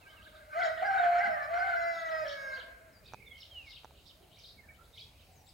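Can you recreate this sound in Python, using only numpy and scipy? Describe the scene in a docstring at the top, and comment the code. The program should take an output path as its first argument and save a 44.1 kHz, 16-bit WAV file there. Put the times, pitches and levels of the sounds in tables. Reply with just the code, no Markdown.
"""Distant traffic rumbles under microphone hiss as a far peacock calls across a grassy slope. Small birds
whistle and sparrows chirp in the reeds throughout. Half a second in, a long-winded peacock, out of sight,
begins five hoarse wails, its throat ringing and its windpipe rasping; a higher one cuts in with four, and
a soft, low thump passes beneath them. A faint, distant echo of the long wail lingers as the last wail
falls away. From about three seconds, fingers tap the phone and briefly ring its case."""
import sys
import numpy as np
from scipy import signal
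from scipy.fft import rfft, irfft
from scipy.io import wavfile
from scipy.ndimage import uniform_filter1d

SR = 44100
rng = np.random.default_rng(int(sys.argv[2]) if len(sys.argv) > 2 else 0)


def generate_wav(sig):
    """Save sig (samples, or channels by samples) to the path in sys.argv[1] as 16-bit PCM at SR."""
    pcm = np.round(np.clip(np.atleast_2d(sig).T, -1, 1) * 32767).astype(np.int16)
    wavfile.write(sys.argv[1], SR, pcm)


N = 243873

# Colour of the background bed. Each row: frequency in Hz, relative spectrum level in dB.
BED_SPECTRUM = [(12, -28.5), (20, -20), (53, 2), (91, 0), (234, -13.5), (445, -14), (659, -13), (975, -20),
                (1850, -21.5), (2380, -19.5), (3530, -26), (3840, -22), (5670, -29), (14700, -31),
                (16000, -26.5)]
# How centred the bed sits. Each row: frequency in Hz, left-right likeness from 0 to 1.
BED_LIKENESS = [(25, 0.74), (60, 1), (130, 0.85), (290, 0.84), (640, 0.71), (1400, 0.23), (3100, .55),
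                (5500, 0.17), (7000, 0.99)]
BED_RMS_DB = -60.5

# Peacock wails, one curve each. Each row of a curve: time in seconds, pitch in Hz,
# fundamental level in dB, overtone level in dB, roughness from 0 to 1.
# The distant pair is the opening far call, then a faint echo of the long wail.
FAR_CALL_AND_ECHO = [
    [(0.0, 636, -77, -67, 0.16), (.2, 632, -70, -65, 0.18), (.4, 618, -62, -72.5, 0.34),
     (.5, 612, -60, -72, 0.21), (.55, 620, -56, -44, 0.29)],
    [(2.24, 644, -38, -73, 0.11), (2.32, 642, -57.5, -61, 0.23), (2.52, 624, -51, -59, 0.15),
     (2.62, 663, -70.5, -61, 0.81), (2.7, 678, -58.5, -80, 0.31), (2.78, 668, -62.5, -92, 0.24),
     (2.88, 647, -63.5, -86, 0.25), (3.06, 620, -75, -102, 0.35)],
]
LONG_WAILS = [
    [(.52, 561, -64, -51, 0.5), (.56, 638, -35.5, -44.5, 0.42), (.6, 715, -36.5, -40.5, 0.51),
     (.68, 640, -36, -39.5, 0.47), (.74, 645, -43.5, -52.5, 0), (.79, 618, -53, -49, 0.4),
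     (.83, 664, -36.5, -57, 0.5), (.87, 707, -45, -45, 0.1), (.9, 703, -52, -72, .5)],
    [(.94, 688, -50.5, -52.5, 0.5), (1.0, 702, -31, -57, 0), (1.05, 700, -25, -41, .28),
     (1.11, 697, -26, -54.5, 0.14), (1.17, 698, -26.5, -54, 0.3), (1.23, 717, -50.5, -41, 1.1)],
    [(1.22, 717, -59, -41, 0.7), (1.31, 646, -36.5, -43, 0.32), (1.37, 605, -47, -45, 0.4),
     (1.43, 571, -55, -37.5, 0.3), (1.48, 589, -47, -42.5, .17)],
    [(1.47, 589, -46, -41, .17), (1.51, 667, -35.5, -52.5, 0.27), (1.56, 697, -30, -44.5, 0.22),
     (1.62, 712, -40.5, -41, 0.43), (1.69, 695, -34, -46.5, 0.38), (1.77, 678, -39.5, -40.5, 0.21),
     (1.88, 680, -35.5, -39, 0.12), (1.96, 667, -46.5, -42.5, 0.1), (2.12, 643, -39.5, -39, 0.23),
     (2.19, 633, -38.5, -39.5, 0.2), (2.25, 618, -32.5, -42.5, 0.06)],
    [(2.235, 581, -41.5, -44.5, 0.18), (2.31, 571, -46.5, -54, 0.22), (2.38, 554, -57.5, -45.5, 0.04),
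     (2.52, 532, -52, -43, 0.16), (2.56, 530, -68, -45.5, 0.14), (2.59, 504, -52.5, -45.5, 0.42),
     (2.63, 490, -78, -58, 0.54)],
]
HIGH_WAILS = [
    [(.56, 708, -70, -62, 0.33), (.6, 739.5, -42, -37, 0.37), (.65, 761.7, -41, -38, 0.33),
     (.7, 763, -57.5, -47.5, 0.14), (.73, 730, -66, -41, .45)],
    [(.81, 659, -45.5, -42, 0.54), (.83, 749.4, -30.5, -49.5, .6), (.86, 813, -42.5, -31.5, 0.41),
     (.91, 777.3, -28.5, -39, .35), (.96, 764, -32, -35.5, 0.69), (1.02, 755, -37, -34.5, 0.7),
     (1.08, 739, -48.5, -54, 0.97), (1.13, 711.5, -35, -48, 0.61), (1.18, 705, -59.5, -40, 0.61)],
    [(1.17, 717.3, -43, -33, .52), (1.22, 800, -37, -38.5, 0.57), (1.27, 797, -30.5, -36, 0.64),
     (1.33, 763, -61, -53, 0.34), (1.4, 731, -39, -49, 1)],
    [(1.53, 719.7, -26.5, -51, 0.86), (1.58, 729, -44.5, -37.5, 0.55), (1.64, 768.5, -38.5, -36.5, .3),
     (1.7, 765, -43.5, -32.5, 0.31), (1.76, 746.5, -46.5, -37, 0.68), (1.84, 752.6, -73, -54, 0.38),
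     (1.92, 746, -48.5, -55, 0.7), (2.0, 772, -68, -52, 0.67)],
]
# Timbre, one row a curve. Each row: partial 2, partial 3, half-pitch lines and brightness,
# all as offsets in dB on the overtone level.
DISTANT_TIMBRE = [(-5, -18, 0, 0), (-4, -29, -1.5, -18)]
LONG_TIMBRE = [(-3, -2.5, -15, -8), (-13, -0.5, -5, -20.5), (-4, -5, -17, -17), (-4.5, -5.5, -13.5, -11.5),
               (-12.5, 0, -41, -13.5)]
HIGH_TIMBRE = [(-0.91, -20, -17.5, -8), (-0.15, -33, -22, -20.5), (-1.3, -25, -12.5, -9),
               (-0.87, -37, -48, -23.5)]
# Lines from alternating strong and weak cycles. Each row: multiple of the pitch, gain in dB.
HALF_PITCH_LINES = [(.5, -19.5), (1.5, -10.5), (2.5, 3.5), (3.5, -12)]
# Throat resonances that colour partials 4 and up. Each row: centre in Hz, width in Hz, gain in dB.
THROAT_RESONANCES = [(2150, 400, 6), (3100, 700, -17), (3950, 400, -8), (5050, 700, -5), (6650, 350, -14)]
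# Breath in the windpipe. Each row: centre in Hz, width in Hz, gain in dB.
BREATH_BANDS = [(727, 565, -15), (1407, 514, -5.5), (2122, 310, -11.5), (2987, 530, -23),
                (4220, 600, -26.5), (5670, 690, -41.5), (7100, 1200, -40)]
HOARSE_DULL_DB, WAIL_FADE_S = -32, .016  # brightness change at full roughness; fade at each end
# The calls at the two microphone ports. Each row: frequency in Hz, phase lead of the left in radians.
PORT_LEAD = [(300, 0.1), (600, 1.0), (860, 1.1), (1120, 3.2), (1550, 4.8), (2000, 6.1), (3000, 6.8),
             (4000, 5.7), (6000, 6.3)]

# Whistles of small birds. Each row: start in seconds, length in seconds, first, middle and last
# pitch in Hz, level in dB, pan as left minus right in dB.
WHISTLE_NOTES = [(.01, 0.12, 2812, 2345, 2060, -69, -12), (0.062, 0.085, 2450, 3090, 2800, -65, -8),
                 (0.159, 0.045, 3090, 2740, 2500, -65, -8), (0.979, 0.067, 3820, 3640, 3230, -51, -4),
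                 (2.922, 0.079, 5540, 4780, 4740, -78, 21), (3.256, 0.079, 3770, 3420, 3280, -55, -3),
                 (3.5, 0.15, 3310, 2890, 2400, -53.5, -5), (3.64, 0.08, 2620, 2180, 2120, -58, -3),
                 (4.571, 0.038, 2300, 2180, 2080, -62.5, -9), (4.687, 0.039, 2274, 2244, 2180, -54, -6),
                 (5.315, 0.12, 8660, 6260, 5760, -75, 8), (5.443, 0.062, 7400, 7500, 9100, -76, 9)]
# Far, blurred bird notes and one soft, low thump at 1.24 seconds. Each row reads like a whistle's.
FAR_NOTES_AND_THUMP = [(.08, 0.18, 1200, 1187, 1257, -75, -5), (.33, 0.057, 1280, 1303, 1380, -71.5, -11),
                       (1.24, 0.074, 247, 230, 200, -65, -5), (3.02, 0.21, 2380, 2512, 2340, -77.5, -9),
                       (3.17, 0.26, 2336, 2140, 2085, -72, -10),
                       (3.33, 0.053, 3260, 3270, 3120, -71.5, -12), (4.06, 0.35, 589, 663, 670, -82, -7),
                       (4.2, 0.04, 400, 382, 373, -76, -10), (4.37, 0.052, 2170, 2380, 2200, -72.5, -6),
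                       (4.63, 0.1, 1746, 1760, 1810, -76.5, -13), (4.78, 0.08, 1376, 1370, 1370, -78, -14),
                       (4.94, 0.14, 2350, 2400, 2130, -79.5, -10), (5.27, 0.25, 741, 747, 800, -84.5, -19)]

# Near sparrows. Each row: start in seconds, length in seconds, bottom and top pitch in Hz,
# level in dB, pan as left minus right in dB.
SPARROW_CHIRPS = [(0.209, 0.096, 2900, 4360, -65, -16), (0.606, 0.088, 3190, 4920, -53, -8),
                  (0.76, 0.064, 2990, 4320, -57, -1), (1.676, 0.043, 3500, 4790, -66, -15),
                  (1.936, 0.098, 3590, 4890, -57.5, -3), (2.077, 0.056, 3170, 4600, -57.5, -1),
                  (2.251, 0.097, 3100, 5400, -51, 0), (2.515, 0.052, 3980, 4750, -58, -10),
                  (2.558, 0.074, 3000, 4430, -54, -3), (3.041, 0.06, 3510, 5090, -62, -6),
                  (3.376, 0.095, 2931, 5240, -56, -2), (3.664, 0.07, 3690, 5190, -56, 2),
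                  (3.719, 0.07, 2840, 4500, -53, 1), (3.94, 0.079, 2760, 4190, -70.5, -14),
                  (4.046, 0.063, 3590, 5160, -63.5, -13), (4.093, 0.035, 2880, 3590, -63.5, -10),
                  (4.22, 0.028, 2970, 3900, -70, -2), (4.359, 0.13, 3160, 5660, -63, -6),
                  (4.431, 0.087, 3740, 5140, -54, 2), (4.924, 0.097, 3510, 3960, -64, -11),
                  (4.969, 0.064, 3187, 5220, -51.5, 1), (5.178, 0.053, 3040, 4090, -69, -15),
                  (5.462, 0.055, 3500, 5340, -63, 2)]
ARCHES_PER_S, ARCH_START = 26, .0995  # a chirp starts this share of the way through an arch

# Fingers on the phone. Each row: start in seconds, peak in dB, pan as left minus right in dB.
FINGER_TAPS = [(3.123, -47, -4.5), (3.136, -30.5, -3.5), (3.144, -34, -6), (3.835, -50, 3),
               (3.846, -35.5, -4.5), (3.854, -43.5, -9), (3.909, -49, -7), (4.285, -61, -1.0)]
# Modes of the case. 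Each row: frequency in Hz, relative level in dB, seconds to die away by 60 dB.
CASE_MODES = [(358, -33, 0.03), (877, 11.5, 0.01), (1240, 9.5, 0.0044), (2380, 4, 0.0067),
              (3500, 12.5, 0.0019), (5930, -7, 0.012)]
TOUCH_S = .00017  # soft skin takes this long to push

HISS_HZ, HISS_OPENS_DB, HISS_DB_PER_DB = 7400, -61.5, .15  # treble lift: corner, threshold, slope


def undb(db):
    """Decibels to amplitude."""
    return 10 ** (np.asarray(db) / 20)


def across(table, hz):
    """Read a (Hz, value) table on a log-frequency axis."""
    f, v = np.transpose(table)
    return np.interp(np.log(np.maximum(hz, 1)), np.log(np.maximum(f, 1)), v)


def drift(rate, size):
    """Smooth random motion that turns about rate times a second; spread near 1."""
    hold = max(int(SR / rate), 2)
    steps = np.repeat(rng.standard_normal(size // hold + 1), hold)
    return 1.264 * uniform_filter1d(uniform_filter1d(steps, hold), hold)[:size]


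def band(x, hz, width_hz):
    """A steep resonance."""
    b, a = signal.iirpeak(hz, hz / width_hz, SR)
    return signal.lfilter(b, a, signal.lfilter(b, a, x))


def place(out, x, start, pan_db):
    """Place a mono sound in the stereo field."""
    i = int(start * SR)
    x = x[:N - i]
    out[:, i:i + len(x)] += x * undb(np.array([[pan_db], [-pan_db]]) / 2)


def background_bed():
    """Traffic rumble, far-off twitter and hiss: half-octave noise bands drift, the middle ones most."""
    hz = np.fft.rfftfreq(N, 1 / SR)
    swell = drift(1, N)
    likeness = np.clip(across(BED_LIKENESS, hz), 0, 1)
    colour = undb(across(BED_SPECTRUM, hz))
    mid, side = (rfft(rng.standard_normal(N)) * colour * np.sqrt(1 + k * likeness) for k in (1, -1))
    stereo = np.array([mid + side, mid - side])
    out = np.zeros((2, N))
    for step in range(21):
        share = np.clip(1 - np.abs(2 * np.log2(np.maximum(hz, 1) / 20) - step), 0, 1)
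        depth = across([(200, .7), (500, .8), (5000, .6), (7000, .2)], 20 * 2 ** (step / 2))
        out += undb(depth * (.25 * swell + 3.9 * drift(7.5, N))) * irfft(share * stereo, N)
    return out * undb(BED_RMS_DB) / np.sqrt(np.mean(out ** 2))


def throat(hz):
    """Gain in dB of the throat resonances."""
    power = sum(undb(2 * db) / (1 + (2 * (hz - f) / width) ** 4) for f, width, db in THROAT_RESONANCES)
    return 10 * np.log10(power)


def hoarse_partial(k, phase, rough):
    """One line of a hoarse voice: the higher, the more it flutters, slips in phase and fades in patches."""
    size = len(phase)
    smear = np.minimum(1.5 * rough ** 1.4 * k ** .9, 1.7)
    flutter = 1 + .83 * smear * drift(60.28, size)
    patches = undb(.2 * k * drift(12, size))
    slip = 1.6 * smear * drift(40 + 25 * k, size)
    return flutter * patches * np.sin(k * phase + slip + rng.uniform(0, 2 * np.pi))


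def peacock(wails, timbres, shake, rasp_db, haze=0.):
    """Partials and half-pitch lines ride a wavering pitch; roughness smears and dulls the voice."""
    out = np.zeros(N)
    for wail, (two_db, three_db, half_db, bright_db) in zip(wails, timbres):
        times, *curves = np.transpose(wail)
        i = np.arange(int(times[0] * SR), int(times[-1] * SR))
        hz, one_db, over_db, rough = (np.interp(i / SR, times, curve) for curve in curves)
        rough = np.clip(rough + haze, 0, 1)  # a long path through moving air roughens the lines
        phase = 2 * np.pi * np.cumsum(hz * (1 + shake * rough * drift(89.7, len(i)))) / SR
        lines = [(1, one_db), (2, over_db + two_db), (3, over_db + three_db)]
        lines += [(k, over_db + half_db + db) for k, db in HALF_PITCH_LINES]
        upper_db = over_db + bright_db + HOARSE_DULL_DB * rough
        lines += [(k, upper_db + throat(k * hz)) for k in range(4, 14)]
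        voice = sum(undb(db) * hoarse_partial(k, phase, rough) for k, db in lines)
        # air rasps through the windpipe in step with the effort
        effort = np.sqrt(undb(2 * one_db) + undb(2 * over_db))
        breath = sum(undb(db) * band(rng.standard_normal(len(i)), f, width) * np.sqrt(SR / width)
                     for f, width, db in BREATH_BANDS)
        fade = np.clip(np.minimum(i - i[0], i[-1] - i) / (WAIL_FADE_S * SR), 0, 1)
        out[i] += fade * (np.sqrt(2) * voice + undb(rasp_db) * rough * effort * breath)
    return out


def microphone_ports(calls):
    """The two ports hear the calls out of step, the left ahead in phase."""
    lead = across(PORT_LEAD, np.fft.rfftfreq(N, 1 / SR))
    return irfft(rfft(calls) * np.exp(.5j * lead * np.array([[1], [-1]])), N)


def bent_notes(table, waver, blur, blur_hz):
    """Near-sine notes that bend through three pitches; leaves and distance blur the far ones."""
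    out = np.zeros((2, N))
    for start, length, *pitches, db, pan_db in table:
        progress = np.arange(int(length * SR)) / (length * SR)
        bend = np.polyval(np.polyfit([0, .5, 1], pitches, 2), progress)
        hz = bend * (1 + waver * drift(120, len(progress)))
        envelope = np.sin(np.pi * progress) ** .5 * (1 + blur * drift(blur_hz, len(progress)))
        tone = np.sqrt(2) * np.sin(2 * np.pi * np.cumsum(hz) / SR)
        place(out, undb(db) * envelope * tone, start, pan_db)
    return out


def echoes(x, t60_s, width):
    """A tail of scattered echoes; width sets how unlike left and right are."""
    t = np.arange(int(t60_s * SR)) / SR
    mid, side = rng.standard_normal((2, len(t))) * 1000 ** (-t / t60_s)
    response = np.array([mid + width * side, mid - width * side]) / np.sqrt(np.sum(mid ** 2))
    return signal.fftconvolve(x[None], response, axes=1)[:, :N]


def flock(count=30, length_s=.045, level_db=-70.5):
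    """Faint chirps from the rest of the flock, scattered at random, as rows like the near sparrows'."""
    starts = rng.uniform(0, N / SR - .15, count) + .05
    pitch, loudness, pan = rng.standard_normal((3, count))
    rows = zip(starts, 3100 * (1 + .1 * pitch), level_db + 3.5 * loudness, 8 * pan)
    return [(start, length_s, low_hz, 1.35 * low_hz, db, pan_db) for start, low_hz, db, pan_db in rows]


def sparrows():
    """Each chirp rasps as its pitch arches up and down, the arches sinking toward the end."""
    out = np.zeros((2, N))
    for start, length, low_hz, top_hz, db, pan_db in SPARROW_CHIRPS + flock():
        size = int(length * SR)
        progress = np.arange(size) / (length * SR)
        arch = (.5 + .5 * np.cos(2 * np.pi * (ARCH_START + ARCHES_PER_S * length * progress))) ** 1.3
        arch *= np.minimum(1, 1.5 - 1.2 * progress)
        hz = (low_hz + (top_hz - low_hz) * arch) * (1 + .04 * drift(400, size))
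        rasp = (1.16 + drift(600, size)) * undb(-4 * arch)
        tone = np.sin(np.pi * progress) ** .54 * rasp * np.sin(2 * np.pi * np.cumsum(hz) / SR)
        place(out, undb(db) * tone, start, pan_db)
        # scratchy air starts before the tone and outlasts it
        air_band = signal.butter(4, (.9 * low_hz, 1.05 * top_hz), "band", fs=SR, output="sos")
        air = signal.sosfilt(air_band, rng.standard_normal(2 * size)) * undb(3.5 * drift(90, 2 * size))
        place(out, undb(db) * np.hanning(2 * size) * air, start - length / 2, pan_db)
    return out


def finger_taps():
    """A fingertip knocks the case, whose modes die away at once, in a new balance each tap."""
    out = np.zeros((2, N))
    t = np.arange(int(.05 * SR)) / SR
    for start, peak_db, pan_db in FINGER_TAPS:
        ring = sum(undb(db + 4 * rng.standard_normal()) * np.sin(2 * np.pi * hz * t) * 1000 ** (-t / t60)
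                   for hz, db, t60 in CASE_MODES)
        ring *= 1 - np.exp(-t / TOUCH_S)
        place(out, undb(peak_db) * ring / np.abs(ring).max(), start, pan_db)
    return out


def scene():
    """The near peacocks echo dully off the slope, the small birds briefly in the reeds; taps stay dry."""
    near = peacock(LONG_WAILS, LONG_TIMBRE, shake=.0078, rasp_db=.5)
    near += peacock(HIGH_WAILS, HIGH_TIMBRE, shake=.0079, rasp_db=-3.5)
    distant = peacock(FAR_CALL_AND_ECHO, DISTANT_TIMBRE, shake=.0071, rasp_db=4, haze=.31)
    dulled = signal.sosfilt(signal.butter(2, 3060, fs=SR, output="sos"), near)
    slope = undb(-6) * echoes(dulled, t60_s=.9, width=.99)
    calls = microphone_ports(near + distant + slope)
    chirps = sparrows()
    whistles = bent_notes(WHISTLE_NOTES, waver=.006, blur=.5, blur_hz=70)
    blurred = bent_notes(FAR_NOTES_AND_THUMP, waver=.055, blur=2.5, blur_hz=150)
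    reeds = undb(-2) * echoes((chirps + .53 * whistles + blurred).mean(0), t60_s=.36, width=.85)
    return calls + chirps + whistles + blurred + reeds + finger_taps() + background_bed()


def record(dry):
    """A noise suppressor lets more treble hiss through while the mids are loud; the phone cuts the top."""
    hz = np.fft.rfftfreq(N, 1 / SR)
    treble = irfft(rfft(dry) / (1 + (HISS_HZ / np.maximum(hz, 1)) ** 8), N)
    mids = band(dry.mean(0), hz=3000, width_hz=4900)
    mids_db = 10 * np.log10(uniform_filter1d(mids ** 2, int(.061 * SR)) + 1e-12)
    lift_db = HISS_DB_PER_DB * np.maximum(mids_db - HISS_OPENS_DB, 0)
    top_cut = signal.ellip(10, .2, 80, 15800, fs=SR, output="sos")
    return signal.sosfilt(top_cut, dry + treble * (undb(lift_db) - 1))


dry = scene()
out = record(dry)
generate_wav(out)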